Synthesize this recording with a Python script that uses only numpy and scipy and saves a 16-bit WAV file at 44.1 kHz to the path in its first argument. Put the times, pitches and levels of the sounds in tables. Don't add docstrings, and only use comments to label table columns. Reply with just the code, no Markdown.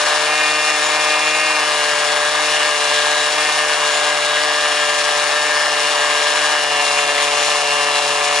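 import sys
import numpy as np
from scipy import signal
from scipy.fft import rfft, irfft
from scipy.io import wavfile

SR = 44100
rng = np.random.default_rng(int(sys.argv[2]) if len(sys.argv) > 2 else 0)


def output_pcm(signal):
    pcm = np.clip(np.atleast_2d(signal).T, -1, 1) * 32767
    wavfile.write(sys.argv[1], SR, np.round(pcm).astype(np.int16))


N = 370440
TIME = np.arange(N) / SR
BIN_HZ = np.maximum(np.arange(N // 2 + 1) * SR / N, 1)
SIDES = np.array([[1], [-1]])
STROKE_S, EASE_AT_S = 1.013, 0.396


def from_db(db):
    return 10 ** (np.asarray(db) / 20)


def unit_rms(x):
    return x / np.sqrt(np.mean(x ** 2) + 1e-20)


def in_time(points):
    return np.interp(TIME, *np.transpose(points))


def at_bins(points):
    hz, value = np.transpose(points)
    return np.interp(np.log(BIN_HZ), np.log(np.maximum(hz, 1)), value)


def drift(rate_hz):
    count = N // 20
    hz = np.arange(count // 2 + 1) * SR / N
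    slow = irfft(rfft(rng.standard_normal(count)) / (1 + (hz / rate_hz) ** 2), count)
    return np.interp(np.arange(N) / 20, np.arange(count), unit_rms(slow))


def swells(rows):
    return sum(db * np.exp(-((TIME - s) / width) ** 2) for s, width, db in rows)


def sway(swing_db, lag, count=1):
    return swing_db * np.cos(2 * np.pi * count * ((TIME - EASE_AT_S) / STROKE_S - lag))


def puffs(turns, lag, sharpness):
    return unit_rms(np.exp(sharpness * np.cos(2 * np.pi * (turns - lag))))


def resonances(modes):
    return sum((-1) ** k * from_db(db) / (1 + 1j * hz / width * (BIN_HZ / hz - hz / BIN_HZ))
               for k, (hz, width, db) in enumerate(modes))


# frequency in Hz, left microphone over right in dB.
MIC_BALANCE = [(60, 1), (150, 1), (450, 1), (600, 3), (1000, 1.5), (1700, 3), (2200, 1), (2500, 2.5),
               (2900, 0), (3500, 3), (5100, 5), (11000, 5)]
# frequency in Hz, lead of the left microphone in radians.
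MIC_LEAD = [(0, 0.32), (260, -0.54), (860, -0.66), (2500, -0.5), (3190, 1), (3700, 0.21), (4820, 0.79),
            (5170, 0.12), (5860, 1), (6890, 0.16), (9990, 0.5), (11600, -0.15)]

def at_microphones(spectrum):
    gain = from_db(SIDES * at_bins(MIC_BALANCE) / 2)
    phase = np.exp(.5j * SIDES * at_bins(MIC_LEAD))
    return irfft(spectrum * gain * phase, N)


# frequency in Hz, likeness from 0 to 1.
MIC_LIKENESS = [(60, 0.28), (160, 0.91), (400, 0.74), (1000, 0.89), (2700, 0.67), (4400, 0.6), (7000, 0.51),
                (11000, 0.37)]

def radiate(drive, response):
    mid, side = rfft(rng.standard_normal((2, N)) * drive)
    alike = at_bins(MIC_LIKENESS)
    pair = np.sqrt(1 + alike) * mid + np.sqrt(1 - alike) * side * SIDES
    return unit_rms(at_microphones(response * pair))


# time in seconds, firings a second.
FEED_SPEED = [(0, 149.3), (.73, 152), (.8, 150.2), (.99, 151.4), (1.52, 152), (1.83, 148.2), (2.14, 148.2),
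              (2.7, 149.8), (2.79, 147.2), (3.06, 148.9), (3.66, 149.9), (3.8, 148.5), (4.15, 147.9),
              (4.65, 148.7), (5.2, 147.6), (5.65, 148.8), (5.82, 147.9), (6.65, 147.8), (6.8, 145.6),
              (8.4, 145.5)]

def crank_speed(lift_hz, ease_s, hunt_hz, hunt_rate_hz):
    from_ease_s = (TIME - EASE_AT_S + STROKE_S / 2) % STROKE_S - STROKE_S / 2
    easing = np.exp(-(from_ease_s / ease_s) ** 2)
    hunting = np.sin(2 * np.pi * hunt_rate_hz * TIME + drift(2.09))
    return in_time(FEED_SPEED) + lift_hz * easing + hunt_hz * hunting


LOAD_SPEEDS_HZ = (145.8, 148.8, 151.6)
# multiple of the firing rate, then level in dB at each of those three loads.
ENGINE_ORDERS = [(1.002, -50.0, -53.5, -51.5), (2.001, -45.0, -45.5, -39.5), (2.998, -33, -35.5, -35.5),
                 (4, -28.0, -27, -29.0), (5, -29, -35.5, -32.5), (6.004, -37.5, -44, -39.0),
                 (6.985, -35, -40.5, -42.5), (7.985, -35.5, -33, -29.5), (9.025, -41, -39.5, -43),
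                 (10, -46, -37, -34), (11, -36.5, -25.5, -30.5), (12, -30.5, -29, -27),
                 (12.95, -38, -36.5, -41), (14, -46, -38, -31), (14.98, -37, -40, -36),
                 (16, -39.0, -48, -26), (17, -35.5, -42.5, -35), (18.1, -39, -41, -26),
                 (20, -33.5, -35, -41.0), (21, -38, -41, -50), (22, -41.5, -36.5, -39), (23, -41, -37, -39),
                 (24, -41, -44, -41.0), (25.02, -48, -37.5, -39), (25.95, -42.5, -38, -42),
                 (27.1, -40, -45, -43.0), (27.94, -46.0, -43, -44), (29.1, -44.0, -44.0, -43),
                 (30, -44.0, -45.0, -39.5), (30.8, -48, -47, -44), (32, -55, -47, -48.0),
                 (33, -48, -53.0, -55), (34.05, -49.0, -43, -43)]
HIGH_WHINE = (19, -27.5, -29.3, -35.5)
# multiple, swing in dB, lag in strokes.
ORDER_SWAYS = [(2, 1.6, 0.63), (3, 1.7, 0.64), (4, .6, .67), (6, 0, 0.84), (8, 3.5, 0.2), (9, 2, 0.64),
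               (10, 0, .15), (11, 1.1, .7), (12, 0.7, 0.25), (13, 2, .1), (16, 1, 0.97), (17, 1.4, .06),
               (19, 2.3, .27), (20, 2, .1), (26, 2, .05)]
# time in seconds, gain in dB.
WHINE_GAIN = [(0, 0.5), (1.7, -3), (2.1, -2), (3.1, -1.5), (3.6, 2.5), (4.1, -12), (4.5, 0.5), (5.6, 2.7),
              (6.1, 1.5), (6.6, 0), (8.4, -2)]
# centre in seconds, half-length in seconds, gain in dB.
STUMBLES = [(.85, 0.045, -0.5), (2.79, 0.025, -3), (4.19, .035, -4)]

def engine_note(speed, turns, punch, whine_order, jitter_turns):
    sways_db = {k: sway(swing_db, lag) for k, swing_db, lag in ORDER_SWAYS}
    sways_db[whine_order] += in_time(WHINE_GAIN)
    angle = 2 * np.pi * (turns + jitter_turns * drift(60))
    firing_db = 20 * np.log10(punch) + swells(STUMBLES)
    note = np.zeros(N)
    for k, *load_db in ENGINE_ORDERS + [HIGH_WHINE]:
        roughness = min(k / 10, 1)
        db = np.interp(speed, LOAD_SPEEDS_HZ, load_db) + sways_db.get(k, 0)
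        waver = np.interp(db, (-38, -28), (2.6, .8))
        db += roughness * firing_db + waver * np.sqrt(roughness) * drift(4)
        phase = 2.2 * rng.standard_normal()
        note += np.sqrt(2) * from_db(db) * np.cos(k * angle + phase)
    return at_microphones(rfft(note))


# time in seconds, level in dB before the roar's gain.
ROAR_LEVEL = [(0, -24.5), (.2, -24), (.35, -26.5), (1.1, -25.5), (2.3, -26), (3.2, -26), (4.2, -25),
              (4.45, -26.8), (5, -26), (6.15, -24.4), (6.8, -26), (8.4, -25)]
# frequency in Hz, relative level in dB.
GAS_SPECTRUM = [(120, -50), (220, -32), (330, -15.5), (520, -8.5), (760, -1), (900, -1), (1030, 2.5),
                (1250, -0.5), (1480, -6), (2000, -5), (3000, -14.5), (6000, -35)]

def exhaust_gas(turns, strain, roar_gain_db, rush_db, flutter_db, split_hz):
    colour = from_db(at_bins(GAS_SPECTRUM))
    low_share = 1 / (1 + (BIN_HZ / split_hz) ** 8)
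    flow = puffs(turns, lag=0.19, sharpness=0.54)
    roar = radiate(flow * from_db(flutter_db * drift(23)), colour * np.sqrt(low_share))
    rush = radiate(flow * strain, colour * np.sqrt(1 - low_share))
    return from_db(in_time(ROAR_LEVEL) + roar_gain_db) * roar + from_db(rush_db) * rush


# frequency in Hz, width in Hz, relative level in dB.
CASING_MODES = [(1638, 21, 6), (1808, 90, -0.5), (2113, 89, -0.5), (2440, 106, -2), (2660, 99, -4.5),
                (2677, 320, -2), (3010, 140, -11)]

def casing_rattle(turns, strain, level_db):
    knocks = puffs(turns, lag=0, sharpness=1.3) * strain
    return from_db(level_db) * radiate(knocks, resonances(CASING_MODES))


# time in seconds, base level of hiss and rings in dB.
BITE_LEVEL = [(0, -24), (.5, -25), (1.1, -25.4), (2.1, -25), (2.4, -24.5), (3.5, -24.1), (4, -24.5),
              (4.4, -26), (4.75, -25), (5.5, -25.5), (6.15, -25.5), (6.4, -24.5), (7.2, -24.5), (7.5, -24),
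              (7.9, -25), (8.4, -24)]
# frequency in Hz, relative level in dB.
HISS_SPECTRUM = [(700, -28.5), (1500, -8), (2400, -0.5), (3300, -3), (4200, 0), (4900, -3), (5600, -2),
                 (6400, -5), (7300, -4.5), (8300, -9), (9700, -7), (11200, -14.5)]
# frequency in Hz, width in Hz, relative level in dB.
LOW_RING = [(3370, 440, 1.5), (3716, 130, -1), (3897, 140, -2.5)]
MID_RING = [(5180, 150, 0), (5520, 380, 0)]
HIGH_RING = [(6940, 430, -1), (7100, 290, 1.5)]
# centre in seconds, half-length in seconds, gain in dB.
SIZZLES = [(.88, .05, 11), (1.3, .07, 6), (2.05, .1, 5), (3.97, 0.067, 6), (4.63, .07, 3), (4.92, .1, 8),
           (5.42, .12, 3), (6.4, .13, 2), (6.98, .06, 7), (7.42, 0.081, 8)]

def grinding(turns, belt_ratio, hiss_gain_db, ring_gains_db, wander_db):
    judder_db = 0.45 * drift(8.4)
    bite_db = in_time(BITE_LEVEL) + judder_db + sway(0.36, lag=0.46, count=2)
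    throb = puffs(turns * belt_ratio, lag=0, sharpness=0.031)
    surge = puffs(turns, lag=0.15, sharpness=0.12)
    chatter_db, grit_db = 0.99 * drift(34), 0.86 * drift(700)
    contact = throb * surge * from_db(chatter_db + grit_db)
    cut = from_db(bite_db + hiss_gain_db) * radiate(contact, from_db(at_bins(HISS_SPECTRUM)))
    flares_db = (sway(1.8, lag=0.66), sway(1.0, lag=.2), swells(SIZZLES))
    for modes, gain_db, flare_db in zip((LOW_RING, MID_RING, HIGH_RING), ring_gains_db, flares_db):
        ring_db = bite_db + gain_db + flare_db + wander_db * drift(2.7)
        cut += from_db(ring_db) * radiate(contact, resonances(modes))
    return cut


# frequency in Hz, relative level in dB.
AIR_SPECTRUM = [(20, -4), (45, -7), (90, -9), (130, 14), (220, 7.5), (600, -11)]

def open_air(level_db, rolloff_hz):
    colour = from_db(at_bins(AIR_SPECTRUM)) / (1 + (BIN_HZ / rolloff_hz) ** 2)
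    return from_db(level_db) * radiate(1, colour)


# centre in seconds, half-length in seconds, gain in dB.
SNAGS = [(0.075, .03, 2), (1.27, .03, 3), (3.45, 0.046, 0), (6.983, 0.018, 8), (7.193, 0.033, 3)]

def snagging(punch):
    return punch * from_db(swells(SNAGS))


# centre in seconds, half-length in seconds, pitch in Hz, level in dB.
SQUEALS = [(1.07, .06, 3420, -29), (1.25, 0.14, 3350, -36), (3.18, 0.12, 3875, -30), (4.25, .08, 3715, -35),
           (4.8, .18, 3320, -33), (5.62, 0.19, 5080, -32), (7.42, .15, 6130, -37)]

def squealing(width_hz):
    squeals = np.zeros(N)
    for centre_s, half_s, hz, db in SQUEALS:
        angle = 2 * np.pi * hz * TIME
        ring = drift(width_hz) * np.cos(angle) + drift(width_hz) * np.sin(angle)
        squeals += from_db(db) * np.exp(-((TIME - centre_s) / half_s) ** 2) * ring
    return at_microphones(rfft(squeals))


def scene():
    speed = crank_speed(lift_hz=1.5, ease_s=.114, hunt_hz=.28, hunt_rate_hz=7.5)
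    turns = np.cumsum(speed) / SR
    punch = from_db(1.03 * drift(31))
    strain = snagging(punch)
    note = engine_note(speed, turns, punch, whine_order=12, jitter_turns=.0015)
    gas = exhaust_gas(turns, strain, roar_gain_db=1.5, rush_db=-28.0, flutter_db=0.8, split_hz=1400)
    rattle = casing_rattle(turns, strain, level_db=-28.5)
    cut = grinding(turns, belt_ratio=.51, hiss_gain_db=2.5, ring_gains_db=(-6, -10, -14), wander_db=1.75)
    return note + gas + rattle + cut + squealing(width_hz=24) + open_air(level_db=-59.5, rolloff_hz=800)


def record(dry):
    ceiling, cutoff_hz = .85, 11150
    rounded = dry / (1 + (dry / ceiling) ** 8) ** (1 / 8)
    return signal.sosfilt(signal.ellip(16, .05, 90, cutoff_hz, fs=SR, output="sos"), rounded)


dry = scene()
out = record(dry)
output_pcm(out)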